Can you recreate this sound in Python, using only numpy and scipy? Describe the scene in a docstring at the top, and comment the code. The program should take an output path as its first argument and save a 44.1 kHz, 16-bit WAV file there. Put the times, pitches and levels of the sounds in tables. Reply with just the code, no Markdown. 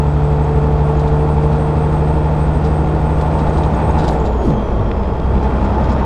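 """A six-cylinder diesel throbs under load, heard from inside the cab of a heavy truck.
Its harmonics and combustion noise excite resonances of the cab, under the thin whistle of turbo blades.
For an upshift the fuel is cut, the engine brake chuffs through the exhaust pipe and the turbo runs down;
then the engine pulls again, slower. Loose trim ticks, rattles and squeaks, and underneath
the road rumbles, the tyres roar and air hisses."""
import sys
import numpy as np
from scipy import signal
from scipy.fft import rfft, irfft
from scipy.io import wavfile
from scipy.ndimage import uniform_filter1d

SR = 44100
rng = np.random.default_rng(int(sys.argv[2]) if len(sys.argv) > 2 else 0)


def store_pcm(level_fs):
    """Save levels as 16-bit WAV."""
    pcm = np.round(np.clip(level_fs, -1, 1) * 32767).astype(np.int16)
    wavfile.write(sys.argv[1], SR, np.atleast_2d(pcm).T)


N = 266805
TIME_S = np.arange(N) / SR

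CYLINDERS = 6
LOW_GEAR_HZ, HIGH_GEAR_HZ = 72.92, 64.45  # firing rate at the start of each gear
CUT_S, RESUME_S = 4.07, 4.8  # fuel off, fuel on again


def engine_hum(cycle, firing_hz):
    """Harmonics of the engine cycle swell near the cab's air modes; orders 5 and 6 beat into a throb."""
    # strong harmonics: multiple of the cycle rate
    strong_orders = (5, 6, 12, 36)
    # their strengths before resonance: level_db, fuel_cut_change_db, high_gear_change_db, cut_fade_s
    strong_levels = [(-31.5, 5, -2.5, 0.16), (-24, -19, -2.5, 0.034), (-32.5, -12.5, -2.5, 0.22),
                     (-42.5, -4, -2.5, .3)]
    # weak harmonics from unequal cylinders: multiple of the cycle rate
    weak_orders = (2, 3, 4, 7, 9, 10, 14, 15, 16, 17, 18, 19, 20, 24)
    # their strengths under power: low_gear_db, high_gear_db
    weak_levels = [(-56.5, -35), (-47, -44), (-33, -36.5), (-44, -40), (-34.5, -29), (-33.5, -40),
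                   (-36.5, -32), (-49, -31), (-50, -42.5), (-41, -47), (-40, -27.5), (-47, -43), (-43, -42),
                   (-34, -43.5)]
    # air resonances of the cab: centre_hz, width_hz, lift_db
    cab_modes = [(62.2, 21.3, 9), (147, 35, 16), (445.6, 28, 18.5)]
    shifted, cycle_hz = high_gear(), firing_hz / CYLINDERS
    strong, weak = np.zeros(N), np.zeros(N)
    for order, (db, cut_db, shift_db, fade_s) in zip(strong_orders, strong_levels):
        source_db = db + cut_db * fuel_cut(fade_s) + shift_db * shifted
        boom_db = resonance_db(order * cycle_hz, cab_modes)
        strong += gain_of(source_db + boom_db) * harmonic(order * cycle, waver_db=.5)
    for order, (low_db, high_db) in zip(weak_orders, weak_levels):
        level_db = low_db + (high_db - low_db) * shifted
        weak += gain_of(level_db) * harmonic(order * cycle + rng.random(), waver_db=2)
    return strong + gain_of(-10 * fuel_cut()) * weak


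def combustion_roar(cycle):
    """Forced vibration: combustion noise, partly alike in every cycle, pulses and rings the cab panels."""
    # combustion spectrum: frequency_hz, relative_db
    spectrum = [(60, -2.5), (115, -4), (165, -4.5), (220, 4), (270, -6), (340, 2), (400, -4), (470, -9),
                (540, -3), (740, -5.5), (1000, -9.5), (1200, -11), (1450, -16), (2000, -31), (4000, -50)]
    # panel resonances: centre_hz, width_hz, low_gear_lift_db, high_gear_lift_db
    panels = [(207, 38, 1.5, 3.5), (619, 44, 1.5, 3), (734, 34, 6, 3.5), (863, 63, 12.5, 11.5),
              (919.6, 20, 9.5, 9.5), (1045, 34, 4, 4.5), (1416, 200, 2, 4)]
    points, repeat_share = 3600, .37  # noise points per cycle; share of the power that repeats
    pattern = unit_rms(np.interp(cycle % 1 * points, np.arange(points), rng.standard_normal(points)))
    drive = np.sqrt(repeat_share) * pattern + np.sqrt(1 - repeat_share) * noise()
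    drive *= 3.2 + firings(cycle, decay=.6, uneven_db=2.2)
    low = colour(drive, spectrum, [(hz, width, db) for hz, width, db, _ in panels])
    high = colour(drive, spectrum, [(hz, width, db) for hz, width, _, db in panels])
    return low + (high - low) * high_gear()


def firings(cycle, decay, uneven_db):
    """Pulse envelope: each cylinder's blow has its own strength and decays over a share of its stroke."""
    strength = gain_of(uneven_db * unit_rms(noise(CYLINDERS)))
    count = cycle * CYLINDERS
    return unit_rms(strength[count.astype(int) % CYLINDERS] * np.exp(-(count % 1) / decay))


def firing_rate():
    """Firings per second follow crankshaft speed, climbing in each gear and dropping between them."""
    low_climb, drop, high_climb = 1.35, 24, .9  # Hz per s
    low = LOW_GEAR_HZ + low_climb * TIME_S - drop * since(CUT_S)
    return np.maximum(low, HIGH_GEAR_HZ + high_climb * since(RESUME_S))


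def fuel_cut(fade_s=.12):
    """A ramped gate: one while the fuel is off for the shift, zero under power."""
    resume_fade_s = .5
    return np.minimum(since(CUT_S) / fade_s, 1) - np.minimum(since(RESUME_S) / resume_fade_s, 1)


def high_gear():
    """Crossfade weight: zero in the low gear, near one at the engine's high-gear speed."""
    return np.clip((LOW_GEAR_HZ - firing_rate()) / (LOW_GEAR_HZ - HIGH_GEAR_HZ), 0, 1)


def engine_brake(cycle):
    """A falling pipe resonance turns a whoosh into a thump, among smaller puffs and a gasp of air."""
    # main exhaust burst: time_s, pitch_hz, level_db
    whoosh = [(4.3, 460, -90), (4.35, 440, -29), (4.425, 400, -25), (4.45, 360, -15.5), (4.467, 265, -17),
              (4.49, 188, -10.5), (4.515, 150, -17), (4.56, 115, -20), (4.6, 100, -36), (4.65, 110, -90)]
    # exhaust puffs: centre_s, level_db, pitch_hz, half_length_s, sag_octaves_per_s, note_over_flutter_db
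    puffs = [(4.255, -22.5, 430, .05, 1, -3), (4.41, -26, 640, .03, 4, -6), (4.497, -20, 300, .03, 4, -3),
             (4.48, -21, 115, .04, 3, -3), (4.568, -23, 450, .014, 2, 3), (4.603, -21, 205, 0.03, 1, 4),
             (4.812, -15, 100, .035, 5, 0)]
    # spectrum of the released air: frequency_hz, relative_db
    gasp_spectrum = [(1000, -15), (2500, 0), (4500, 0), (6500, -5), (9000, -10), (11000, -17), (13500, -22),
                     (15000, -40)]
    drive = (1 + firings(cycle, decay=.3, uneven_db=2)) * noise()
    sweep_hz, sweep_db = curves(whoosh)
    exhaust = gain_of(sweep_db) * pipe_note(drive, sweep_hz, note_db=5)
    for centre_s, db, pitch_hz, half_s, sag, note_db in puffs:
        offset_s = np.clip(TIME_S - centre_s, -2 * half_s, 2 * half_s)
        puff = pipe_note(drive, pitch_hz * 2 ** (-sag * offset_s), note_db)
        exhaust += gain_of(db) * bell(centre_s, half_s) * puff
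    gasp = gain_of(-47.5) * bell(centre_s=4.468, half_s=.06) * colour(noise(), gasp_spectrum)
    return exhaust + gasp


def pipe_note(drive, hz, note_db):
    """Exhaust pulses excite a moving pipe resonance: a dull flutter around a clear note."""
    flutter = resonate(resonate(drive, hz, width_hz=190), hz, width_hz=150)
    flutter = low_pass(flutter, top_hz=1200)
    flutter /= np.sqrt(uniform_filter1d(flutter ** 2, size=900) + 1e-12)  # steadies the level
    note = gain_of(note_db) * np.sqrt(2) * np.sin(2 * np.pi * (np.cumsum(hz) / SR + rng.random()))
    return unit_rms(flutter + note)


def turbo():
    """Two wheels on one shaft whistle at their blade-passing rates, over the air in the intake."""
    # compressor tone as the shaft climbs, coasts, is kicked by the brake and spools up: time_s, pitch_hz
    blade_tone = [(0, 8005), (1.5, 8185), (2.5, 8275), (3.55, 8335), (4.09, 8195), (4.2, 7620), (4.3, 7090),
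                  (4.4, 6650), (4.46, 6560), (4.51, 6720), (4.58, 6230), (4.7, 5800), (5, 5170),
                  (5.15, 4950), (5.35, 4840), (5.55, 4940), (5.8, 5200), (6.05, 5520)]
    # whistle strengths: time_s, compressor_db, turbine_db
    levels = [(0, -64, -84), (.45, -60, -82), (.75, -62, -82), (1.5, -56.5, -81), (2.7, -58, -80),
              (3.1, -60.5, -80), (3.45, -56, -78.5), (3.85, -56.5, -79), (4.2, -59, -75.5),
              (4.45, -60, -72.5), (4.75, -63.5, -73), (5, -63, -76), (5.2, -63, -70), (5.55, -61.5, -67),
              (6.05, -60, -71)]
    compressor_blades, turbine_blades = 6, 10
    compressor_db, turbine_db = curves(levels)
    shaft_hz = curves(blade_tone)[0] / compressor_blades
    boost = shaft_hz / shaft_hz.max()
    jitter = .0003 + .007 * (1 - boost)  # the shaft is less steady as boost is lost
    shaft_hz *= 1 + jitter * drift(rate_hz=45)
    shifted = high_gear()
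    compressor = whistle(compressor_blades * shaft_hz, .5 + .5 * fuel_cut() + .8 * shifted, width_hz=230)
    turbine = whistle(turbine_blades * shaft_hz, breath=5 - 3.5 * shifted, width_hz=420)
    return gain_of(compressor_db) * compressor + gain_of(turbine_db) * turbine + intake(boost)


def whistle(hz, breath, width_hz):
    """A blade tone in a breathy noise band fades in and out as the shaking cab shifts its echoes."""
    fading = 1 + .42 * drift(rate_hz=14)
    tone = unit_rms(np.sin(2 * np.pi * np.cumsum(hz) / SR) * fading)
    skirt = unit_rms(resonate(resonate(noise(), hz, width_hz), hz, width_hz))
    return (tone + breath * skirt) / np.sqrt(1 + breath ** 2)


def intake(boost):
    """Flow noise grows with turbo speed, and the intake pipe resonates as the boost escapes."""
    # spectrum of the rushing boost air: frequency_hz, relative_db
    spectrum = [(2500, -21), (4000, -1.5), (4800, 4), (5700, -8), (6800, -0.5), (8000, -4.5), (8900, -9),
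                (9400, -9), (10500, -16.5), (12500, -24.5), (13700, -20), (15000, -28.5)]
    rush = gain_of(-58.5 + 25 * np.log10(boost)) * colour(noise(), spectrum)
    surge = swell(peak_s=4.6, rise_s=.15, fall_s=.1)  # just after the brake bites
    escape = gain_of(-58) + gain_of(-53.5) * (1 - boost) + gain_of(-54) * surge
    return rush + escape * unit_rms(band(noise(), hz=3235, octaves=.045))


def trim_ticks():
    """Impacts on hard plastic: each gives a brief crack and excites damped modes."""
    # impacts: start_s, level_db, tilt_db_per_octave
    ticks = [(3.199, -40, 3), (3.212, -30.5, 6), (3.636, -31, 0), (4.161, -39, 5), (4.331, -37, -1),
             (4.504, -33.5, 2), (4.537, -38, -1), (4.597, -38, 0), (4.795, -41, -2), (4.9145, -22.5, -5),
             (5.034, -34, -4), (5.199, -32, 3), (5.380, -34, -2), (5.510, -32.5, -3)]
    # modes of the plastic: pitch_hz, relative_db, t60_s
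    modes = [(1800, 0, .014), (2120, 3.5, .017), (2390, 0, .018), (2700, -5, .014), (3050, -6, .012),
             (3420, -1, .014), (3680, 1.5, .016), (4200, -8, .011), (5000, -9.5, .01), (5900, -14, .008),
             (7600, -17, .009), (9300, -26, .008)]
    out, t = np.zeros(N), TIME_S[:SR // 8]
    attack = 1 - np.exp(-t / .0002)
    for start_s, db, tilt in ticks:
        ring = np.zeros(len(t))
        for hz, mode_db, t60_s in modes:
            envelope = gain_of(mode_db + tilt * np.log2(hz) - 60 * t / t60_s)
            detuned_hz = hz * rng.uniform(.923, 1.03)
            ring += envelope * np.sin(2 * np.pi * detuned_hz * t) * rng.choice([-1, 1])
        crack = unit_rms(band(noise(len(t)), hz=3100 * 2 ** (tilt / 12), octaves=.55))
        tick = gain_of(3.5) * ring / abs(ring).max() + gain_of(-6) * crack * np.exp(-t / .0025)
        add(out, start_s, gain_of(db) * tick * attack)
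    return out


def trim_rattles():
    """Clumps of tiny random impacts excite the resonances of loose trim."""
    # bursts of shaking: start_s, level_db, length_s, centre_hz, top_hz
    rattles = [(0.991, -44.5, .025, 5000, 10000), (1.073, -43, 0.019, 4770, 10000),
               (1.423, -48, .02, 5000, 9000), (1.519, -49, 0.023, 5200, 9000),
               (1.55, -46, 0.022, 5200, 9000), (2.637, -42, 0.038, 4700, 9500),
               (3.213, -46, .012, 8500, 15000), (3.383, -44, 0.037, 4800, 10000),
               (3.461, -43, 0.031, 2100, 10000), (3.53, -48, .02, 5000, 10000),
               (3.57, -44, .025, 5200, 10000), (3.63, -43, .025, 3400, 10000),
               (3.977, -39, 0.04, 5000, 10100), (4.034, -38.5, 0.038, 4400, 11000),
               (4.078, -31.5, 0.019, 5440, 11500), (4.104, -45, 0.014, 11000, 13000),
               (4.121, -46.5, 0.032, 8000, 12000), (4.248, -41, 0.03, 5360, 9800),
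               (5.424, -47, 0.02, 6000, 8200), (5.642, -45, 0.015, 7000, 9800),
               (5.836, -46, .026, 5600, 8500), (5.893, -42, 0.017, 4370, 8500),
               (5.915, -43, 0.024, 6000, 10000)]
    # resonances of the loose parts: centre_hz, width_hz, lift_db
    rings = [(3880, 340, 8), (4860, 400, 6), (7160, 700, 5), (9400, 500, 2)]
    spectrum = [(3000, 11), (9000, -2.5), (11000, -3.5), (15000, -14.5)]  # frequency_hz, relative_db
    impacts_per_s = 4000
    out, t = np.zeros(N), TIME_S[:SR // 8]
    for start_s, db, length_s, centre_hz, top_hz in rattles:
        impacts = noise(len(t)) * (rng.random(len(t)) < impacts_per_s / SR)
        grains = low_pass(band(impacts, centre_hz, octaves=1), top_hz)
        rise = t / (length_s * .35)
        add(out, start_s, gain_of(db) * colour(grains, spectrum, rings) * rise * np.exp(1 - rise))
    return out


def trim_squeaks():
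    """Narrow-band noise in very short bursts is heard as small pitched squeaks of the trim."""
    # squeaks: start_s, level_db
    squeaks = [(.44, -50), (.97, -52), (1.92, -53), (2.87, -54), (3.495, -44), (3.657, -49), (3.745, -43),
               (3.905, -46), (4.197, -47)]
    out, t = np.zeros(N), TIME_S[:SR // 8]
    envelope = np.exp(-((t - .005) / .0028) ** 2)
    for start_s, db in squeaks:
        squeak = unit_rms(band(noise(len(t)), hz=6680, octaves=.05))
        add(out, start_s, gain_of(db) * squeak * envelope)
    return out


def road():
    """Surface roughness shakes the cab into a rumble and, less steeply, raises the roar of the tyres."""
    # roughness of the surface: time_s, rumble_db
    roughness = [(0, -32), (.6, -22.5), (1.5, -25), (3, -23), (3.7, -18.5), (4.7, -19.5), (6.05, -22)]
    # spectrum of the shaking cab: frequency_hz, relative_db
    rumble_spectrum = [(5, -33.5), (10, -6.5), (20, 4.5), (35, -1), (56, 6), (80, 0), (120, -1.5),
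                       (165, -7), (210, -3), (260, -18), (400, -39), (900, -78.5)]
    # spectrum of the rolling tyres: frequency_hz, relative_db
    tyre_spectrum = [(150, -20), (220, -16), (280, 0.5), (380, 2), (455, 8), (540, -1.5), (630, -0.5),
                     (800, -5), (980, -8), (1120, -6.5), (1350, -23.5), (1700, -34.5), (4000, -63)]
    rumble_db, = curves(roughness)
    tyre_db = -26 + .52 * (rumble_db - rumble_db.mean())
    rumble = gain_of(rumble_db) * colour(noise(), rumble_spectrum)
    return rumble + gain_of(tyre_db) * colour(noise(), tyre_spectrum)


def air_hiss(cycle):
    """Broadband air noise flickers, lightly amplitude-modulated by each firing."""
    # spectrum of the air noise: frequency_hz, relative_db
    spectrum = [(700, -19), (1400, -4), (1800, 5), (2100, -0.5), (2600, 0), (2950, -7.5), (3500, -6),
                (4300, -12.5), (4800, -14), (6000, -18), (7800, -25), (10000, -32.5), (12500, -38),
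                (15000, -56.5)]
    air = unit_rms(noise() * (5 + firings(cycle, decay=.3, uneven_db=5)))
    return colour(air * gain_of(.5 * drift(rate_hz=25)), spectrum)


def harmonic(turns, waver_db):
    """A sinusoid with slow random amplitude modulation."""
    return np.sqrt(2) * np.cos(2 * np.pi * turns) * gain_of(waver_db * drift(rate_hz=4.9))


def resonance_db(hz, peaks):
    """Summed lift of bell-shaped resonance peaks at the frequencies hz."""
    return sum(lift_db / (1 + (2 * (hz - centre) / width) ** 2) for centre, width, lift_db in peaks)


def colour(x, spectrum, peaks=()):
    """Spectral shaping with resonant peaks and a steep roll-off past the last point, at unit rms."""
    hz = np.fft.rfftfreq(len(x), 1 / SR)
    point_hz, point_db = np.transpose(spectrum)
    shape_db = np.interp(np.log(hz + 1), np.log(point_hz + 1), point_db)
    shape_db -= 60 * np.log10(np.maximum(hz / point_hz[-1], 1))
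    return unit_rms(irfft(rfft(x) * gain_of(shape_db + resonance_db(hz, peaks)), len(x)))


def resonate(x, hz, width_hz):
    """A resonator of unit gain whose centre frequency moves."""
    carrier = np.exp(2j * np.pi * np.cumsum(hz) / SR)
    pole = np.exp(-np.pi * width_hz / SR)
    return 2 * (carrier * signal.lfilter([1 - pole], [1, -pole], x / carrier + 1e-18)).real


def band(x, hz, octaves):
    """A Gaussian band-pass on a log-frequency axis."""
    bin_hz = np.fft.rfftfreq(len(x), 1 / SR) + 1
    return irfft(rfft(x) * np.exp(-.5 * (np.log2(bin_hz / hz) / octaves) ** 2), len(x))


def low_pass(x, top_hz, order=10):
    """Rolls off by 6 dB per octave per order above top_hz."""
    hz = np.fft.rfftfreq(len(x), 1 / SR)
    return irfft(rfft(x) / (1 + (hz / top_hz) ** order), len(x))


def drift(rate_hz):
    """Low-passed noise: a random wandering of unit rms."""
    return unit_rms(low_pass(noise(), rate_hz, order=4))


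def noise(samples=N):
    """Gaussian white noise."""
    return rng.standard_normal(samples)


def curves(rows):
    """Linear interpolation of each column of a timed table to the sample rate."""
    time_s, *columns = np.transpose(rows)
    return [np.interp(TIME_S, time_s, column) for column in columns]


def since(start_s):
    """Seconds elapsed from start_s, zero before it."""
    return np.maximum(TIME_S - start_s, 0)


def swell(peak_s, rise_s, fall_s):
    """Exponential growth to one at peak_s, then exponential decay."""
    offset_s = TIME_S - peak_s
    return np.exp(np.minimum(offset_s / rise_s, -offset_s / fall_s))


def bell(centre_s, half_s):
    """A Gaussian envelope in time."""
    return np.exp(-((TIME_S - centre_s) / half_s) ** 2)


def gain_of(db):
    """Decibels to amplitude."""
    return 10 ** (np.asarray(db) / 20)


def unit_rms(x):
    """Scales to an rms of one."""
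    return x / np.sqrt(np.mean(x ** 2) + 1e-20)


def add(mix, start_s, sound):
    """Superposes a sound on the mix from start_s."""
    part = mix[round(start_s * SR):][:len(sound)]
    part += sound[:len(part)]


def scene():
    """Superposition of all sources at the windscreen; combustion roar and hiss follow the engine load."""
    # how hard the engine works: time_s, load_db
    load = [(0, -1), (.5, -0.5), (1.9, 0.03), (2.2, -0.25), (3, 0), (3.35, 1), (3.8, 1.5), (4.06, 2),
            (4.35, -1.5), (5.25, -2), (5.5, 1), (6.05, 1.5)]
    load_db, = curves(load)
    firing_hz = firing_rate()
    cycle = np.cumsum(firing_hz) / SR / CYLINDERS  # engine cycles elapsed
    engine = engine_hum(cycle, firing_hz) + gain_of(1.55 * load_db - 22) * combustion_roar(cycle)
    engine += engine_brake(cycle)
    air = gain_of(1.3 * load_db - 41.5) * air_hiss(cycle) + turbo()
    return (engine + air + road() + trim_ticks() + trim_rattles() + trim_squeaks())[None]


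def record(dry):
    """Band limiting: a linear-phase low-pass removes the highest treble."""
    edge_hz = 15100
    taps = signal.firwin(511, edge_hz, window=("kaiser", 9), fs=SR)
    return signal.oaconvolve(dry, taps[None], "same")


dry = scene()
out = record(dry)
store_pcm(out)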